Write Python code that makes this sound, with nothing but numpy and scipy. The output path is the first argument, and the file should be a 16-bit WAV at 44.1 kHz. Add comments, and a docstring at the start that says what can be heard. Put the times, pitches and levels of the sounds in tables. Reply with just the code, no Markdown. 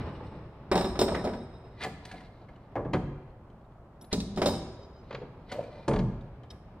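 """An earlier knock dies away as sleeves rustle and a big steel C-clamp rings faintly on a wooden frame.
At 0.7 s it clatters onto a pile on the workbench: each impact excites damped modes in the wood and
long-lived ones in the steel. Screw handles rattle and the light frame knocks; at 4.1 s a smaller clamp
is laid down, damped at first by the hand. From 5.1 s the frame knocks and creaks, and a pad tinkles last.
Throughout, a hard-walled workshop with a faint hum echoes into two closely spaced microphones."""
import sys
import numpy as np
from scipy import signal
from scipy.fft import rfft, irfft
from scipy.io import wavfile
from scipy.ndimage import uniform_filter1d

SR = 44100
rng = np.random.default_rng(int(sys.argv[2]) if len(sys.argv) > 2 else 0)


def master_out(mix):
    """Clip the mix to full scale and print it as 16-bit PCM to the path in sys.argv[1]."""
    frames = np.transpose(np.atleast_2d(mix))
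    ceiling = np.clip(frames, -1, 1)
    pcm = np.round(ceiling * 32767).astype(np.int16)
    wavfile.write(sys.argv[1], SR, pcm)


N = 299880
T = np.arange(N) / SR
BANDS = 45 * 2 ** (np.arange(18) / 2)  # half-octave centres, Hz

# Sleeves and hands rubbing along the frame. Each row: time in seconds, level in dB.
RUB_LEVELS = [(0, -36), (.45, -47.5), (1.7, -51), (2.2, -57), (2.8, -54), (3.8, -58.5), (4.9, -53),
              (6.8, -52.5)]
# Spectra of rubbing, room air and sliding steel. Each row: frequency in Hz, relative density in dB.
RUB_SPECTRUM = [(18, -42.5), (30, -5), (97, 1.5), (253, -7), (655, -13.5), (742, -18), (863, -13),
                (954, -19), (1030, -17), (1420, -24), (2350, -29), (5250, -44.5), (12000, -99),
                (15600, -101), (22000, -120)]
AIR_SPECTRUM = [(12, -23), (20, -6), (77, -8.5), (104, -10.5), (150, -8), (310, -17.5), (357, -17),
                (399, -17), (574, -20.5), (624, -15.5), (1290, -25), (2390, -50), (13900, -60.5),
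                (16000, -69.5)]
SCRAPE_SPECTRUM = [(300, -29.5), (1000, -1), (2100, 2), (3000, -2.5), (4200, 3.5), (6000, -19.5),
                   (10000, -20.5), (16000, -43)]
# Steady hum. Each row: frequency in Hz, level in dB.
HUM_TONES = [(60, -67), (70, -66), (120, -62.5), (571, -72)]
# First the tail of an earlier knock, then screws turning and handles sliding.
# Each row: start and length in seconds, level in dB, resonance in Hz.
TAIL_AND_SCRAPES = [(0, 0.16, -63.5, 2870), (1.814, 0.043, -55.5, 1970), (1.825, 0.0054, -44, 2090),
                    (1.856, 0.063, -71, 2040), (2.065, 0.11, -60, 2100), (2.45, 0.13, -75, 2100),
                    (4.119, 0.0067, -49, 3530), (5.114, 0.05, -60, 1400), (5.513, 0.03, -59, 2150),
                    (5.575, 0.069, -63, 2480), (5.767, 0.096, -64.5, 2420)]
# The big clamp brushing its neighbours. Each entry: start in seconds.
BRUSH_TIMES = [0.0042, 0.06, .235]
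# Swivel pads tinkling. Each row: start in seconds, level in dB, top modes against low ones in dB.
PAD_CLINKS = [(4.012, -14, 9), (4.02, -19, 18), (6.503, -7, -8), (6.507, -5.5, -8)]
# Clamps striking the frame and the bench. Each row: start in seconds, strength in dB, weight (bass) and
# hardness (treble) in dB against strength, bite (extra clack near 2 kHz) in dB, resonance of the struck
# spot in Hz, its relative level in dB.
FRAME_BUMPS = [(.205, -33, -14, -42, 3, 890, 5), (.322, -35, -9.5, -36, -7, 860, 7.5),
               (2.411, -41.5, -3.5, -47, -5, 730, 5), (2.7555, -16, -13.5, -42, 1, 778, 1),
               (2.764, -15.5, -22.5, -52, 6, 560, -4.5), (2.85, -25.5, -3.5, -37, 1, 290, -5),
               (2.9325, -18.5, -5, -12, 4, 302, 0.5), (2.943, -20, -4, -21, -1.5, 132, 4),
               (2.955, -21, -25, -22, -6.5, 217, 1), (5.107, -34.5, -15, -7.5, 5.5, 570, -6),
               (5.126, -34, -4, -4, -3, 870, 0), (5.146, -35.5, -31, 3, 6.5, 535, 5.5),
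               (5.217, -34.5, -5, -22, 0, 500, 4.5), (5.8795, -13, -7, -13.5, -10.5, 352, -7.5),
               (5.896, -18.5, -17, -44, -6, 240, 1), (5.91, -20.5, -4.5, -22, 2.5, 537, 1),
               (5.933, -19.5, -6.5, -13, -4.5, 193, 7.5), (5.959, -25, 0, -8.5, -1, 404, -2),
               (5.988, -25, -0.5, -5.5, -6.5, 198, 2), (6.005, -34.5, 6.5, -31, -2, 216, 11)]
BENCH_DROPS = [(.715, -13.5, -5.5, -19.5, 6, 396, -5.5), (.755, -13, -7.5, -17, -2.5, 900, -3.5),
               (.777, -21.5, -6, -8, 1, 634, -10), (.81, -21.5, -19, -15, 1, 348, -10),
               (.844, -20.5, -1, -19, 0.5, 666, -9), (.955, -28, -7, -19.5, 5, 1300, -10),
               (.991, -14.5, -5, -10, -10, 410, -7), (1.013, -13, -9.5, -13, -4.5, 388, -2),
               (1.081, -19.5, -8, -21, 3, 666, -2), (1.118, -17.5, -20, -32, -6, 520, -17),
               (1.146, -23.5, -9, -24, 14, 400, -15), (1.242, -20.5, -2.5, -23, -11, 310, -25),
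               (1.249, -23, -12, -17, -2, 596, 0), (1.272, -21, -12, -26, 2.5, 632, -2),
               (1.335, -39, -7, -13, 8, 430, -8), (4.128, -29, 11, 0.5, -1.5, 200, 1),
               (4.131, -25.5, 0, -15, -8, 420, 1.5), (4.179, -36.5, 10, -40.5, -3, 205, 4),
               (4.203, -48.5, 12, 11, 2.5, 440, 4), (4.224, -45, 12, -36, -7.5, 205, 0.5),
               (4.361, -41, 14, -8, -3, 190, -2), (4.374, -21.5, 0, -22.5, 2, 617, -9),
               (4.417, -15.5, -6, -21, 6, 400, -2), (4.423, -23, -15, -26, 0, 384, 2),
               (4.458, -16.5, -9, -12, -6, 560, -1), (4.466, -20, -7.5, -15, -9, 575, 4.5),
               (4.482, -22, -2, -15.5, -6, 573, -12), (4.533, -36, 2.5, -18.5, 8, 230, 1)]
# Handles clicking. Each row: start in seconds, strength and hardness in dB, spot resonance in Hz.
HANDLE_CLICKS = [(1.146, -17.5, -18, 1920), (1.19, -20.5, -34, 1870), (1.334, -29.5, -22, 1550),
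                 (1.807, -29.5, -19, 1730), (1.813, -31, -10, 1870), (1.834, -26.5, -1.5, 2150),
                 (1.843, -22, -11.5, 2040), (1.85, -27.5, -25, 745), (1.863, -24, -30, 728),
                 (2.051, -44.5, 10, 1870), (2.113, -31.5, -7.5, 1670), (2.138, -31, -36, 697),
                 (2.142, -34.5, -21, 2290), (2.204, -36, -16, 1880), (2.486, -34.5, -28, 2110),
                 (2.558, -45, -18.5, 2970), (2.757, -18.5, -43, 2170), (2.934, -18.5, -29, 2716),
                 (3.302, -61, -15, 4300), (3.5, -58, -7, 3100), (3.611, -62, -11, 3280),
                 (3.645, -63, -10, 3700), (3.72, -62, -12, 3420), (4.043, -62, 10, 4000),
                 (5.516, -28, -7, 1490), (5.521, -31, -4.5, 2000), (5.635, -38, -14, 2370),
                 (5.757, -55, -11, 4280), (6.209, -57, -1, 3720), (6.433, -44.5, -13.5, 3060),
                 (6.505, -51.5, 7, 3100)]
# Soft, hollow slips of a jaw on the frame. 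Each row: centre time in seconds, level in dB, pitch in Hz.
JAW_SLIPS = [(2.767, -22, 570), (5.111, -36, 540), (5.148, -32, 510), (5.187, -35, 450), (5.220, -36, 430),
             (5.563, -31, 560), (5.586, -31, 540), (5.5935, -20.5, 580), (5.602, -32, 600)]
# A jaw twisting against the wood. Each row: start and length in seconds, level in dB.
JAW_TWISTS = [(5.52, 0.11, -40), (5.738, 0.2, -50.5)]
# Colour of each kind of impact. Each row: frequency in Hz, gain in dB.
BUMP_SPECTRUM = [(50, 0.5), (90, -14.5), (130, 3.5), (175, -3.5), (250, -6.5), (400, -4), (700, -8.5),
                 (1000, -7), (1400, -10), (2500, -12), (4000, -13.5), (6500, -13.5), (9000, -0.5),
                 (11500, -37), (15000, -28)]
DROP_SPECTRUM = [(50, -12.5), (90, -7.5), (130, -29), (190, -1), (260, -5), (380, -8.5), (700, -3.5),
                 (1000, -9), (1500, -10), (2600, -8.5), (4000, 0.5), (6000, -2), (8200, 2.5), (11500, -9),
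                 (15000, -10)]
RATTLE_SPECTRUM = [(50, -6.5), (150, -4), (400, -11), (800, -13.5), (1300, -10.5), (2100, -9.5), (4000, -9),
                   (7000, -10.5), (9500, 19), (12000, 6), (15000, 4)]
# Normal modes of each body. Each row: frequency in Hz, relative level in dB, 60 dB decay time in seconds.
SCREW_MODES = [(980, 1, 0.1), (2060, 2.5, 0.11), (2430, -4, 0.18), (3030, -7, 0.14), (4120, -10.5, .2),
               (4800, -17, .16), (5130, -14, 0.35), (5820, -9, 0.12)]
FRAME_MODES = [(57, -25, 1.5), (129.2, -19, 0.16), (203.7, 1.5, 0.23), (327, -14, 0.27), (426, 2.5, 0.21),
               (575, -2.5, 0.16), (744, -6.5, 0.31), (888, 4.5, 0.15), (1665, -2.5, 0.058),
               (2500, -17.5, 0.056)]
BENCH_MODES = [(60.9, -11, 2), (72.5, -23, 0.78), (131.6, -38, 0.28), (210, 3, 0.091), (294.3, -15, 0.14),
               (382, 1.5, 0.19), (560, -4.5, 0.25), (590, -2, 0.19), (768, -13.5, 0.53), (974, -11.5, 0.28),
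               (1281, -8, 0.066)]
HANDLE_MODES = [(737, 8, 0.23), (966, 1.5, 0.25), (1705, 6.5, 0.11), (2015, -3, 0.15), (2230, -11, 0.15),
                (2420, -11, 0.16), (4134, -22, .22), (5870, -18, 0.22)]
PAD_MODES = [(3070, -8, .025), (3350, -4, 0.037), (3800, -4.5, 0.057), (4280, -6, 0.028), (5100, -4, 0.041),
             (5250, 3, 0.035), (5660, 0, 0.024), (6940, -14, 0.037), (7880, -18, 0.12), (9600, -16, .05),
             (9900, -17, 0.027), (10400, -10, 0.046), (10900, -11, .04), (10900, -11, 0.094),
             (11600, -20, .1), (12100, -15, .04), (14020, -23, .07)]
JAW_ON_WOOD_MODES = [(512, -6, 0.032), (548, -8, 0.053), (585, -4, 0.075), (730, -14, 0.027),
                     (899, -9, 0.054), (1260, -20, 0.018), (2370, -18, 0.007)]
# Normal modes of the big clamp, the small one damped by the hand, and the small one free.
# Each row: frequency in Hz, relative level in dB, 60 dB decay time in seconds.
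BIG_CLAMP = [(2980, -17, 0.65), (3370, -17, 0.89), (3670, -18, .7), (3670, -8, 1.2), (3800, -19, 0.77),
             (3800, -12.5, 2.1), (3910, -17, 1.9), (4020, -11, .9), (4460, -29, 0.72), (4370, -18, 0.91),
             (5100, -13, 2), (5180, -10, 0.82), (5346, -7, 0.62), (5370, -10.5, 1.38), (5460, -8, 0.65),
             (7060, -16.5, 0.29), (7300, -28, 0.54), (7500, -16, 0.61), (8330, -10, 1.2), (8900, -18, 0.78),
             (8720, -11.5, .8), (9000, -14, 0.9), (9960, -19, 0.46), (11630, -21, 0.35),
             (11600, -22.5, 0.33), (12470, -20.5, 0.38), (12730, -24, 0.32), (13550, -23, .45),
             (13790, -25, .35), (14070, -20, .5), (14590, -12, 0.32), (14800, -20, 0.3)]
HELD_CLAMP = [(3500, -18.5, 0.19), (3820, 9.5, 0.48), (4086, -15, .3), (9400, 0, 0.28), (12470, -3, 0.23),
              (14550, -7, .22)]
SMALL_CLAMP = [(3050, -14, 1.5), (3660, -9, 0.67), (3830, -14, 1.9), (4140, -15, 1.2), (4600, -22, .8),
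               (5000, -14, 0.27), (4980, -7, 1.46), (5030, -19, 2.6), (5335, -18, 1.1), (6020, -17, 1.3),
               (6900, -12, 0.82), (7530, -17, .6), (8010, -23, .4), (8700, -19.5, .6), (9360, -6.5, .3),
               (8990, -15.5, .45), (10060, -10, .3), (10700, -18, 0.57), (11200, -17.5, 0.64),
               (11560, -19.5, .25), (12470, -17.5, .3), (13400, -14, .26), (14460, -14, .28),
               (15360, -24, .2)]
# The clamp that rings. Each row: start in seconds, modes, ring gain in dB, grit (treble noise) in dB.
CLAMP_TURNS = [(0, BIG_CLAMP, -26.5, -6), (4, HELD_CLAMP, -31, 3.5), (4.3, SMALL_CLAMP, -22, 0.5)]
# Reverberation of the workshop. Each row: frequency in Hz, 60 dB decay time in seconds.
ROOM_DECAY = [(60, 1.62), (160, 0.49), (420, 1.01), (1100, 0.97), (3000, 1), (8000, 0.51), (15000, 0.18)]
# Colour of the reverberation. Each row: frequency in Hz, gain in dB.
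ROOM_SPECTRUM = [(60, -1), (200, 0.5), (600, -8.5), (1500, -8.5), (4000, -10), (9000, -5), (15000, 2)]


def undb(db):
    """Amplitude grows tenfold with every 20 dB."""
    return 10 ** (np.asarray(db) / 20)


def unit(x):
    """Normalisation to an rms of 1."""
    return x / np.sqrt(np.mean(x ** 2))


def at(points, hz):
    """Interpolation of (Hz, value) points on a logarithmic frequency axis."""
    f, value = np.transpose(points)
    return np.interp(np.log(np.maximum(hz, 1)), np.log(f), value)


def band(x, hz):
    """Causal band-pass filtering, half an octave wide."""
    edges = np.minimum(hz * 2 ** (np.array([-1, 1]) / 4), .47 * SR)
    return signal.sosfilt(signal.butter(2 if hz < 1000 else 4, edges, "band", fs=SR, output="sos"), x)


def walk(rate):
    """Smooth random modulation with an rms of 1 and rate new values a second."""
    hold = int(SR / rate)
    steps = np.repeat(rng.standard_normal(N // hold + 1), hold)
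    return unit(uniform_filter1d(steps, hold)[:N])


def add(track, s, x):
    """Superposition of a sound on a track, from s seconds."""
    i = max(int(s * SR), 0)
    track[i:i + len(x)] += x[:N - i]


def decay(t, t60):
    """Exponential damping: the amplitude falls 60 dB in t60 seconds."""
    return np.exp(-np.log(1000) * t / t60)


def ring(modes, drive=((1000, 0),), detune=0., rise_s=1e-5, wander_hz=0.):
    """Free vibration after a blow of spectrum drive (Hz, dB); grip and contact may shift the modes."""
    out = np.zeros(2 * SR)
    shifts_per_s = 60  # the body shifts on its contact points
    shifts = np.arange(128) / shifts_per_s
    for (hz, db, t60), chance in zip(modes, rng.standard_normal((len(modes), len(shifts)))):
        t = T[:int(min(t60 * .8, 2) * SR)]
        envelope = decay(t, t60) * (1 - np.exp(-t / rise_s))
        drift = np.interp(t, shifts, np.cumsum(chance) * wander_hz / shifts_per_s)
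        cycles = hz * (1 + detune * chance[0]) * t + drift
        out[:len(t)] += undb(db + at(drive, hz)) * envelope * np.sin(2 * np.pi * cycles)
    return out


def diffuse(pair):
    """In a diffuse field, two nearby microphones are coherent only at long wavelengths."""
    size, spacing_m = pair.shape[1], 0.054
    coherence = np.sinc(2 * np.fft.rfftfreq(size, 1 / SR) * spacing_m / 343)
    mid, side = irfft(rfft(pair) * np.sqrt([(1 + coherence) / 2, (1 - coherence) / 2]), size)
    return np.array([mid + side, mid - side])


def wash(spectrum):
    """Filtered noise arriving as a diffuse field, with an rms of 1."""
    gain = undb(at(spectrum, np.fft.rfftfreq(N, 1 / SR)))
    return unit(diffuse(irfft(rfft(rng.standard_normal((2, N))) * gain, N)))


def sleeves_and_air(grain_db):
    """Friction of sleeves makes broadband noise, heard over room air and a faint hum."""
    rub = wash(RUB_SPECTRUM) * undb(np.interp(T, *np.transpose(RUB_LEVELS)) + grain_db * walk(42))
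    hum = sum(undb(db) * np.sqrt(2) * np.sin(2 * np.pi * (hz * T + rng.random())) for hz, db in HUM_TONES)
    air = wash(AIR_SPECTRUM) * undb(-54 + .5 * walk(7.3))
    return rub + air + hum


def strokes(table, attack_share, release_share):
    """Envelopes add in power; each swells and fades exponentially, a longer one more slowly."""
    power = 0
    for start, length, db in table:
        progress = (T - start) / length
        away = np.maximum(-progress, 0) / attack_share + np.maximum(progress - 1, 0) / release_share
        power = power + (undb(db) * np.exp(-np.minimum(away, 20))) ** 2
    return np.sqrt(power)


def tail_and_scrapes(grain_db, jerk_db, sing_db, width_hz, screw_db):
    """Grainy noise drives the screw's modes and one peak: a knock's tail, later steel rubbing steel."""
    hz, out = np.fft.rfftfreq(N, 1 / SR), 0
    catches = rfft(rng.standard_normal(N) * undb(grain_db * walk(220) + jerk_db * walk(35)))
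    grains = unit(irfft(catches * undb(at(SCRAPE_SPECTRUM, hz)), N))
    screw = unit(irfft(catches * rfft(ring(SCREW_MODES), N), N))
    for start, length, db, centre in TAIL_AND_SCRAPES:
        sing = unit(irfft(catches / (1 + 2j * (hz - centre) / width_hz) ** 2, N))
        steel = grains + undb(sing_db) * sing + undb(screw_db) * screw
        out = out + steel * strokes([(start, length, db)], attack_share=0.74, release_share=0.71)
    return out


def steel_clinks(pad_db, clamp_db):
    """Light impacts excite high modes: the big clamp rings faintly, swivel pads tinkle briefly."""
    out = np.zeros(N)
    for s, db, bright in PAD_CLINKS:
        drive = [(5000, pad_db + db), (10000, pad_db + db + bright)]
        add(out, s, ring(PAD_MODES, drive, detune=0.0034, rise_s=.0008, wander_hz=40))
    brush = [(5500, -15), (9000, -17.5), (14000, -22)]
    for s in BRUSH_TIMES:
        add(out, s, undb(clamp_db) * ring(BIG_CLAMP, brush, detune=0.0018, rise_s=0.0024, wander_hz=29.8))
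    return out


def contacts(rows, clack_db, tick_db, tick_growth):
    """Harder impacts hold more treble. Levels in dB, low to high: thump, knock, clack, click, tick."""
    s, strength, weight, hardness, bite, hz, spot_db = np.transpose(rows)
    firm_db = -18  # strength of an ordinary, firm contact
    thump, click = strength + weight, strength + hardness
    clack = (strength + click) / 2 + clack_db + bite
    tick = click + tick_db + tick_growth * (strength - firm_db)
    return np.transpose([s, strength, thump, clack, click, tick, hz, spot_db])  # strength sets the knock


def decay_share(hardness_db):
    """The decay time of a contact halves with every 31.5 dB of hardness."""
    return 2 ** (-hardness_db / 31.5)


def impact_noise(table, spectrum, crack, crack_s, t60, chatter_db, rise_s):
    """Dense modes overlap into noise: each impact cracks, chatters and dies away, the treble first."""
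    t, out = T[:SR // 5], np.zeros(N)
    centres_hz, widths_hz = [130, 550, 1900, 5000, 12000], np.array([190, 950, 1800, 6000, 5500])
    s, knock, thump, clack, click, tick, *_ = np.transpose(table)
    density = np.transpose([thump, knock, clack, click, tick]) - 10 * np.log10(widths_hz)
    band_density = np.array([at(list(zip(centres_hz, row)), BANDS) for row in density])
    band_db = band_density + at(spectrum, BANDS) + 10 * np.log10(BANDS / 3)
    knock_t60 = t60 * decay_share(click - knock)[:, None]
    noise, sounds = rng.standard_normal((len(s), len(BANDS), len(t))), 0
    moments = np.linspace(0, t[-1], 150)
    jitter = rng.standard_normal((len(s), len(moments)))
    chatter = undb(chatter_db * np.array([np.interp(t, moments, row) for row in jitter]))
    for k, hz in enumerate(BANDS):
        fade = decay(t, knock_t60 * (centres_hz[1] / hz) ** 0.31)  # damping grows with frequency
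        envelope = (fade * chatter + crack * np.exp(-t / crack_s)) * (1 - np.exp(-t / rise_s))
        burst = band(noise[:, k] * envelope, hz)
        rms = np.sqrt(np.sum(burst ** 2, axis=1, keepdims=True) / (0.0096 * SR))  # as if 9.6 ms long
        sounds = sounds + burst * undb(band_db[:, k, None]) / rms
    for start, sound in zip(s, sounds):
        add(out, start, sound)
    return out


def frame_bumps(table, frame_db):
    """Loosened clamps strike the light frame, and each impulse excites its damped modes."""
    out = impact_noise(table, BUMP_SPECTRUM, crack=0.17, crack_s=0.0077, t60=0.089,
                       chatter_db=1.0, rise_s=0.0015)
    for s, knock, thump, *_ in table:
        add(out, s, undb(frame_db) * ring(FRAME_MODES, [(150, thump + 4), (450, knock)]))
    return out


def struck_spots(table, t60):
    """Local resonance: each struck spot favours one short-lived mode of its own."""
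    out = np.zeros(N)
    for s, knock, thump, clack, click, _, hz, spot_db in table:
        mode = (hz, spot_db, t60 * decay_share(click - knock))
        drive = [(130, thump), (400, knock), (1900, clack), (5000, click)]
        add(out, s, ring([mode], drive, detune=0.0087, rise_s=0.0018))
    return out


def clamp_at(s):
    """The vibrating body at s seconds: modes, ring gain and grit of the clamp in hand."""
    return [row[1:] for row in CLAMP_TURNS if row[0] <= s][-1]


def clamp_drops(table, bench_db, clink_db, clink_share, waver_db):
    """A collision excites both bodies: the bench booms and the clamp rings, wavering as it settles."""
    grit = np.outer([clamp_at(s)[2] for s in table[:, 0]], [0, 0, 0, 0, 1, 1, 0, 0])  # click and tick
    wood = impact_noise(table + grit, DROP_SPECTRUM, crack=0.96, crack_s=0.00051, t60=0.13,
                        chatter_db=1.5, rise_s=0.000071)
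    steel = np.zeros(N)
    for s, knock, thump, _, click, tick, *_ in table:
        add(wood, s, undb(bench_db) * ring(BENCH_MODES, [(200, thump + 3), (500, knock)], detune=0.0063))
        modes, ring_db, _ = clamp_at(s)
        # hard landings press the clamp into the pile, so the ring grows less than the click
        pressing_db = -0.15 * (click + 28)
        drive = [(7000, click + pressing_db), (12000, tick + 20 + pressing_db)]
        # pressed together, the clamp and a big one under it clank briefly; a weaker free ring stays
        pressed = [(hz, db, t60 * clink_share) for hz, db, t60 in modes + BIG_CLAMP]
        clink = undb(clink_db) * ring(pressed, drive, detune=0.0061, rise_s=0.00061)
        free = ring(modes, drive, detune=0.0013, rise_s=0.0019, wander_hz=26.04)
        add(steel, s, undb(ring_db) * (clink + free))
    return wood, steel * undb(waver_db * walk(28))


def handle_rattles(table, handle_db):
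    """A loose handle bar stops abruptly in its screw, and the impulse excites the bar's modes."""
    out = impact_noise(table, RATTLE_SPECTRUM, crack=0.09, crack_s=0.002, t60=0.094,
                       chatter_db=2.5, rise_s=0.0011)
    for s, _, _, clack, *_ in table:
        add(out, s, undb(clack + handle_db) * ring(HANDLE_MODES, detune=0.0061))
    return out


def jaw_creak(catches_per_s, uneven_db):
    """Stick-slip friction: a jaw chatters unevenly on the wood, or lets go in one soft slip."""
    catches = (rng.random(N) < catches_per_s / SR) * undb(uneven_db * rng.standard_normal(N))
    chatter = unit(signal.fftconvolve(catches - catches.mean(), ring(JAW_ON_WOOD_MODES))[:N])
    out = chatter * strokes(JAW_TWISTS, attack_share=0.062, release_share=0.11)
    half_slip_s = 0.0027
    for when, db, hz in JAW_SLIPS:
        t = T - when
        out = out + undb(db) * np.exp(-(t / half_slip_s) ** 2) * np.cos(2 * np.pi * hz * t)
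    return out


def arrive(x, lag_ms):
    """Unequal paths: direct sound reaches the left microphone lag_ms after the right."""
    turn = np.exp(-1j * np.pi * np.fft.rfftfreq(N, 1 / SR) * lag_ms / 1000)
    return irfft(rfft(x) * np.array([turn, 1 / turn]), N)


def workshop(x, build_s):
    """Reverberation: reflections build up from the near walls and die away, the deep bass last."""
    t, response = T[:int(1.5 * SR)], 0
    build = 1 - np.exp(-(t / build_s) ** 2)
    for hz in BANDS:
        tail = band(rng.standard_normal((2, len(t))), hz) * decay(t, at(ROOM_DECAY, hz)) * build
        share = 2 * (hz / 3) / SR  # this band's part of the whole spectrum
        energy = np.sum(tail ** 2, axis=1, keepdims=True)
        response = response + tail * undb(at(ROOM_SPECTRUM, hz)) * np.sqrt(share / energy)
    return signal.fftconvolve(x[None], diffuse(response), axes=1)[:, :N]


def scene():
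    """Direct and reverberant fields add; time lags put the pile right and the frame a little left."""
    on_bench = contacts(BENCH_DROPS, clack_db=-2.0, tick_db=-26.5, tick_growth=0.092)
    on_frame = contacts(FRAME_BUMPS, clack_db=-1.0, tick_db=-38.0, tick_growth=2.5)
    weight_db, spot_db = -12.5, 4  # alike for all the light handles
    handles = [(s, db, weight_db, hardness, 0, hz, spot_db) for s, db, hardness, hz in HANDLE_CLICKS]
    on_screw = contacts(handles, clack_db=-4.5, tick_db=-40, tick_growth=0.18)
    wood, steel = clamp_drops(on_bench, bench_db=-13.5, clink_db=19.5, clink_share=0.16, waver_db=4.0)
    wood += struck_spots(on_bench, t60=0.066)
    frame = frame_bumps(on_frame, frame_db=-23.0) + struck_spots(on_frame, t60=0.03)
    frame += jaw_creak(catches_per_s=260, uneven_db=2.5)
    screws = handle_rattles(on_screw, handle_db=-15.5) + struck_spots(on_screw, t60=0.025)
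    screws += tail_and_scrapes(grain_db=2, jerk_db=4.5, sing_db=-5, width_hz=150, screw_db=-3.0)
    clinks = steel_clinks(pad_db=-40.5, clamp_db=-54)
    direct = arrive(wood, lag_ms=0.084) + arrive(steel + clinks, lag_ms=0.036)
    direct += arrive(frame + screws, lag_ms=-0.035)
    echoes = workshop(wood + frame + screws + undb(2.5) * steel + undb(-5.0) * clinks, build_s=0.0036)
    return direct + echoes + sleeves_and_air(grain_db=1.2)


def record(dry):
    """Band limiting: a steep low-pass filter removes the treble above 15.7 kHz."""
    return signal.sosfilt(signal.ellip(8, .2, 70, 15700, fs=SR, output="sos"), dry)


dry = scene()
out = record(dry)
master_out(out)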